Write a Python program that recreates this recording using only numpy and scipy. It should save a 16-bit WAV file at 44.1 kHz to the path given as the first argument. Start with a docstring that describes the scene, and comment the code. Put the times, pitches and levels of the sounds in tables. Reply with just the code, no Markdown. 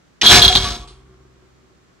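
"""A snap, a rattling crash and a faint low buzz: a toaster pops up on a wooden table in a quiet room.
The latch lets go and the carriage slams into its stop; the wire rack bounces and rings, loose parts
clatter in the casing and the feet thump the table. The sprung carriage then shudders to rest.
The microphone is close and overloads."""
import sys
import numpy as np
from scipy import signal
from scipy.fft import rfft, irfft
from scipy.io import wavfile
from scipy.ndimage import uniform_filter1d

SR = 44100
rng = np.random.default_rng(int(sys.argv[2]) if len(sys.argv) > 2 else 0)


def dump(signal):
    """Clip the signal to [-1, 1] and save it as 16-bit WAV at the path in sys.argv[1]."""
    limited = np.clip(np.atleast_2d(signal).T, -1, 1)
    pcm = np.round(limited * 32767).astype(np.int16)
    wavfile.write(sys.argv[1], SR, pcm)


N = 88200
T = np.arange(N) / SR

# direct sound, left-right likeness: f/Hz, correlation (clipped to +-1 in use)
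DIRECT_CORRELATION = [(100, 1), (700, 0.97), (1500, .85), (3500, 1), (6000, -2.3), (9000, -.5)]


def from_db(db):
    """Decibels to gain."""
    return 10 ** (np.asarray(db) / 20)


def unit_rms(x):
    """Scale to rms 1."""
    return x / np.sqrt(np.mean(x ** 2) + 1e-20)


def at_hz(points, hz):
    """Interpolate a table over log frequency."""
    freqs, values = np.transpose(points)
    return np.interp(np.log(hz), np.log(freqs), values)


def noise(spectrum, correlation):
    """Stereo noise of given spectral shape and left-right correlation; rms 1."""
    hz = np.fft.rfftfreq(N, 1 / SR) + 1
    alike = np.clip(at_hz(correlation, hz), -1, 1)
    mid, side = rfft(rng.standard_normal((2, N))) * from_db(at_hz(spectrum, hz)) * (hz > 20)
    return unit_rms(irfft(np.sqrt(1 + alike) * mid + np.sqrt(1 - alike) * side * [[1], [-1]], N))


def convolve(x, response):
    """Pass a signal through a stereo response scaled to unit energy."""
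    return signal.fftconvolve(np.atleast_2d(x), unit_rms(response) / np.sqrt(N), axes=1)[:, :N]


def impulses(hits, scatter_db=0, random_sign=False):
    """One impulse per (t/s, level/dB) row."""
    times_s, db = np.transpose(hits)
    scatter, polarity = rng.standard_normal((len(times_s), 2)).T
    sign = np.sign(polarity) if random_sign else 1
    out = np.zeros(N)
    out[np.clip((times_s * SR).astype(int), 0, N - 1)] = sign * from_db(db + scatter_db * scatter)
    return out


def ring(force, modes):
    """Sum of damped resonators, one per (f/Hz, level/dB, T60/s) row."""
    out = np.zeros(N)
    for hz, db, t60_s in modes:
        r, w = from_db(-60 / (t60_s * SR)), 2 * np.pi * hz / SR
        out += from_db(db) * signal.lfilter([0, np.sin(w)], [1, -2 * r * np.cos(w), r * r], force + 1e-18)
    return out


def contacts(hits, spectrum, t60_s):
    """Each contact lands on a new spot and sets off its own decaying noise burst."""
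    energy_decay = from_db(-60 / (t60_s * SR)) ** 2
    energy = signal.lfilter([1], [1, -energy_decay], impulses(hits) ** 2 + 1e-18)
    return np.sqrt(energy) * noise(spectrum, DIRECT_CORRELATION)


def hush():
    """Steady room tone, mostly low."""
    spectrum = [(25, -8.5), (55, -4), (90, -5.5), (160, -2), (240, -5), (400, -7), (600, -13), (900, -15),
                (1300, -13.5), (2600, -21), (7400, -26), (9000, -35.5), (15400, -44.5)]  # f/Hz, density/dB
    correlation = [(60, 1), (180, 0), (550, 0.00012), (1650, 0), (5000, 0.18)]  # f/Hz, left-right correlation
    level_db, pan_db = -55.5, np.array([[-0.2], [0.2]])
    return from_db(level_db + pan_db) * noise(spectrum, correlation)


def latch():
    """The catch snaps open in four quick contacts."""
    snaps = [(.2133, -11.5), (.2158, 0), (.2183, -10.5), (.2203, -3)]  # t/s, level/dB
    spectrum = [(180, -62), (300, -25.5), (1440, -28), (1970, -4.5), (2240, -6.5), (3390, -3.5),
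                (4200, -8.5), (5740, -7.5), (7730, -30), (15400, -45.5)]  # f/Hz, density/dB
    return from_db(-5.5) * contacts(snaps, spectrum, t60_s=0.035)


def lever():
    """The lever jolts the shell with dull knocks."""
    jolts = [(.2185, -25.5), (.2305, -19), (.238, -18), (.458, -22.5), (.553, -20)]  # t/s, level/dB
    spectrum = [(100, -6.5), (170, -7), (400, 4), (560, -14.5), (780, -2), (1150, 4), (1600, -17.5),
                (4000, -33)]  # f/Hz, density/dB
    return contacts(jolts, spectrum, t60_s=0.11)


def rack():
    """The wire rack knocks against its guides; each knock clinks and rings the wires."""
    knocks = [(.231, -9), (.2385, -12), (.248, -9), (.2575, -7), (.263, 1), (.2665, 0), (.2705, -5),
              (.275, -4), (.283, -3), (.295, 1), (.2995, -1), (.305, -3), (.312, 0), (.417, -10),
              (.4203, 2), (.4255, 3), (.440, -11), (.448, 1), (.4525, -2), (.461, -8), (.4795, 2),
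              (.497, -13), (.5271, -8), (.535, -13), (.5525, -3), (.5585, -4), (.5625, -8), (.570, -4),
              (.600, -19), (.623, -19)]  # t/s, level/dB
    wire_modes = [(3226, -3.5, .04), (3251, 4, 0.085), (3311, -6, .04), (3500, -9, .04), (3490, -7, 0.056),
                  (3596, -7.5, 0.015), (3626, -6.5, .05), (3729, -5.5, .075), (3838, -7.5, 0.06),
                  (3895, -7, 0.049), (4002, -4, .06), (4118, -6.5, 0.038), (4147, -5, .06),
                  (4350, -3.5, 0.078)]  # f/Hz, level/dB, T60/s
    clink_spectrum = [(500, -32.5), (2500, -27), (2900, -20.5), (3250, 7), (4200, 4), (4800, -13),
                      (8000, -22), (15000, -43.5)]  # f/Hz, density/dB
    wires = np.zeros((2, N))
    for hz, db, t60_s in wire_modes:
        force = impulses(knocks, scatter_db=1.0, random_sign=True)
        wire = ring(force, [(hz, db, t60_s)])
        lag_s = rng.normal(0, 0.6) / (2 * np.pi * hz)  # own left-right phase per mode
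        wires += [np.interp(T - lag_s, T, wire), np.interp(T + lag_s, T, wire)]
    return from_db(-9) * wires + from_db(-3.5) * contacts(knocks, clink_spectrum, t60_s=0.036)


def casing(taps_per_s=1500, spread_db=3.5, spots=4, shell_t60_s=0.028):
    """Loose parts tap the sheet-metal shell at several spots and ring its panels."""
    rattle = [(.214, -72), (.232, -20.5), (.265, -16), (.285, -16.5), (.3, -10.5), (.32, -5), (.355, -7),
              (.405, -16.5), (.44, -16.5), (.485, -23), (.54, -26), (.556, -22), (.585, -24), (.625, -28.5),
              (.64, -26), (.68, -28), (.712, -30), (.75, -36), (.79, -43.5), (.86, -56)]  # force envelope: t/s, level/dB
    shell_spectrum = [(100, 1.5), (250, -0.5), (400, 3.5), (560, -13.5), (750, -5), (1000, -0.5),
                      (1300, -1), (1700, -2.5), (2400, -5), (3800, 8), (5500, -0.5), (8000, -10),
                      (11000, -20.5), (15000, -30)]  # dense, short-lived modes: f/Hz, density/dB
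    panel_modes = [(232, -2, 0.17), (293.3, -4.5, 0.18), (381.4, -6.5, 0.49), (475.3, -10, .2),
                   (712, -4.5, .3), (723, -4.5, .22), (940.6, -5.5, .18), (1039, -7, .18),
                   (1134, -9.5, .22), (1336, -9, 0.33), (1696, 0.5, .1), (2213, -2, 0.15),
                   (2503, 0.5, 0.09), (5302, -4, .13)]  # f/Hz, level/dB, T60/s
    taps = (rng.random(N) < taps_per_s / SR) * rng.choice([-1, 1], N)
    taps = taps * from_db(spread_db * rng.uniform(-1, 1, N))
    force = unit_rms(taps) * from_db(np.interp(T, *np.transpose(rattle), left=-120, right=-120))
    struck_spot = rng.integers(0, spots, N)
    shell = np.zeros((2, N))
    for spot in range(spots):
        response = noise(shell_spectrum, DIRECT_CORRELATION) * from_db(-60 * T / shell_t60_s)
        shell += convolve(force * (struck_spot == spot), response)
    return from_db(4) * shell + from_db(-37.5) * ring(force, panel_modes)


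def table(cutoff_hz=250):
    """Soft blows from the feet ring the table top."""
    thumps = [(.232, -17), (.30, -7), (.322, -32), (.334, 1), (.358, -0.5), (.41, -5.5), (.434, -33),
              (.462, -2), (.495, -11.5), (.555, -10.5), (.58, -5), (.603, -14.5), (.635, -9), (.67, -20.5),
              (.708, -15.5), (.795, -24)]  # t/s, level/dB
    top_modes = [(46.3, -1, 0.8), (56, 2.5, 0.32), (68, -4.5, .18), (94, 6, 0.11), (122, -4.5, .16),
                 (156, -22, .14), (169, -4.5, .12)]  # f/Hz, level/dB, T60/s
    soften = signal.butter(2, cutoff_hz, fs=SR, output="sos")
    force = signal.sosfilt(soften, impulses(thumps) + 1e-18)
    return from_db(-18) * ring(force, top_modes)


def slam():
    """The carriage crashes into its stop."""
    impacts = [(.3165, 5.5), (.3205, 3.5), (.333, -1), (.347, -4.5), (.358, -6), (.377, -3.5)]  # t/s, level/dB
    spectrum = [(100, -5), (250, -1), (600, -8), (1000, -4.5), (1400, -7), (1700, 4.5), (2000, 2),
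                (2300, 6.5), (3000, -8), (6000, -12), (9000, -16.5), (15000, -27.5)]  # f/Hz, density/dB
    return from_db(-3.5) * contacts(impacts, spectrum, t60_s=0.035)


def twangs(rise_s=0.004):
    """Single panels swell briefly on one note each and die away."""
    notes = [(.497, 733.5, -13, 0.21), (.648, 1138, -19.5, 0.18)]  # t/s, f/Hz, level/dB, T60/s
    out = np.zeros(N)
    for start_s, hz, db, t60_s in notes:
        age_s = np.maximum(T - start_s, 0)
        rise = 1 - np.exp(-(age_s / rise_s) ** 2)
        out += rise * from_db(db - 60 * age_s / t60_s) * np.sin(2 * np.pi * hz * age_s)
    return out


def shudder(swing_hz=63.6, wander=0.017, hum_start_s=0.65, rise_s=0.045, fade_db_per_s=15, scatter_db=4):
    """The carriage's dying swing on its spring hums and taps the casing once a cycle."""
    partials = [(1, 0), (2, -2), (3, -21), (4, -22)]  # hum: harmonic number, level/dB
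    buzz_envelope = [(.6, -50), (.72, -40), (.86, -47.5), (.93, -55.5), (1.05, -54.5), (1.14, -52),
                     (1.245, -56.5), (1.275, -62), (1.55, -63), (2.0, -68)]  # t/s, level/dB
    buzz_modes = [(365.4, -1.5, 0.18), (376, -5.5, 0.083), (486, -12.5, 0.063), (670, -10, 0.033),
                  (1090, -11, 0.11), (1190, -13, 0.09), (1340, -8.5, .02), (2000, -19, .01)]  # tapped casing: f/Hz, level/dB, T60/s
    drift = unit_rms(uniform_filter1d(rng.standard_normal(N), size=3000))
    cycles = np.cumsum(swing_hz * (1 + wander * drift)) / SR
    age_s = T - hum_start_s
    hum_gain = np.clip(age_s / rise_s, 0, 1) * from_db(-45 - fade_db_per_s * age_s)
    hum = sum(from_db(db) * np.sin(2 * np.pi * harmonic * cycles) for harmonic, db in partials)
    taps = np.diff(np.floor(cycles), prepend=0) * from_db(scatter_db * rng.standard_normal(N))
    buzz_gain = from_db(np.interp(T, *np.transpose(buzz_envelope), left=-120))
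    return hum_gain * unit_rms(hum) + buzz_gain * unit_rms(ring(taps, buzz_modes))


def settling():
    """The parts tick faintly into place."""
    ticks = [(.875, -43.5), (.884, -49)]  # t/s, level/dB
    spectrum = [(500, -11), (2000, -14), (4200, -1.5), (6500, -15), (9500, -14), (12000, -42)]  # f/Hz, density/dB
    return contacts(ticks, spectrum, t60_s=0.3)


def reverb(x, predelay_s=0.0067):
    """Diffuse room tail, longest in the midrange."""
    spectrum = [(50, -4.5), (500, 3), (2000, -2.5), (4000, -15), (8000, 16.5), (15000, -2.5)]  # f/Hz, density/dB
    correlation = [(100, 0.78), (700, .92), (1500, 0.27), (3500, .2), (6000, 0.24), (10000, -.2)]  # f/Hz, left-right correlation
    decay_times = [(100, 0.17), (500, 0.61), (1500, 0.79), (4000, 0.63), (12000, .36)]  # f/Hz, T60/s
    wash = noise(spectrum, correlation)
    edges_hz = np.geomspace(30, 18000, 9)
    tail = np.zeros((2, N))
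    for low, high in zip(edges_hz, edges_hz[1:]):
        band = signal.sosfilt(signal.butter(2, [low, high], "band", fs=SR, output="sos"), wash)
        tail += band * from_db(-60 * T / at_hz(decay_times, np.sqrt(low * high)))
    return convolve(x.mean(axis=0), tail * (T > predelay_s))


def limiter(x, threshold_db=4, release_db_per_s=1499, attack_s=0.0003):
    """Fast stereo-linked peak limiter with a constant release rate."""
    over_db = np.maximum(20 * np.log10(np.abs(x).max(axis=0) + 1e-9) - threshold_db, 0)
    held_db = np.maximum.accumulate(over_db + release_db_per_s * T) - release_db_per_s * T
    pole = np.exp(-1 / (attack_s * SR))
    return x * from_db(-signal.lfilter([1 - pole], [1, -pole], held_db))


def scene():
    """The toaster on its table, its reverberation and the room tone."""
    toaster = latch() + settling() + rack() + casing() + slam() + lever() + twangs() + table() + shudder()
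    return toaster + from_db(-10.5) * reverb(toaster) + hush()


def record(dry, left_delay_s=0.00005, low_cut_hz=48, high_cut_hz=15700):
    """Overloaded microphone: slight left delay, low cut, limiter, soft clip at +-1, high cut."""
    low_cut = signal.butter(4, low_cut_hz, "high", fs=SR, output="sos")
    high_cut = signal.ellip(10, 0.1, 70, high_cut_hz, fs=SR, output="sos")
    arriving = np.array([np.interp(T - left_delay_s, T, dry[0]), dry[1]])
    limited = limiter(signal.sosfilt(low_cut, arriving))
    clipped = limited / (1 + limited ** 12) ** (1 / 12)
    return signal.sosfilt(high_cut, clipped)


dry = scene()
out = record(dry)
dump(out)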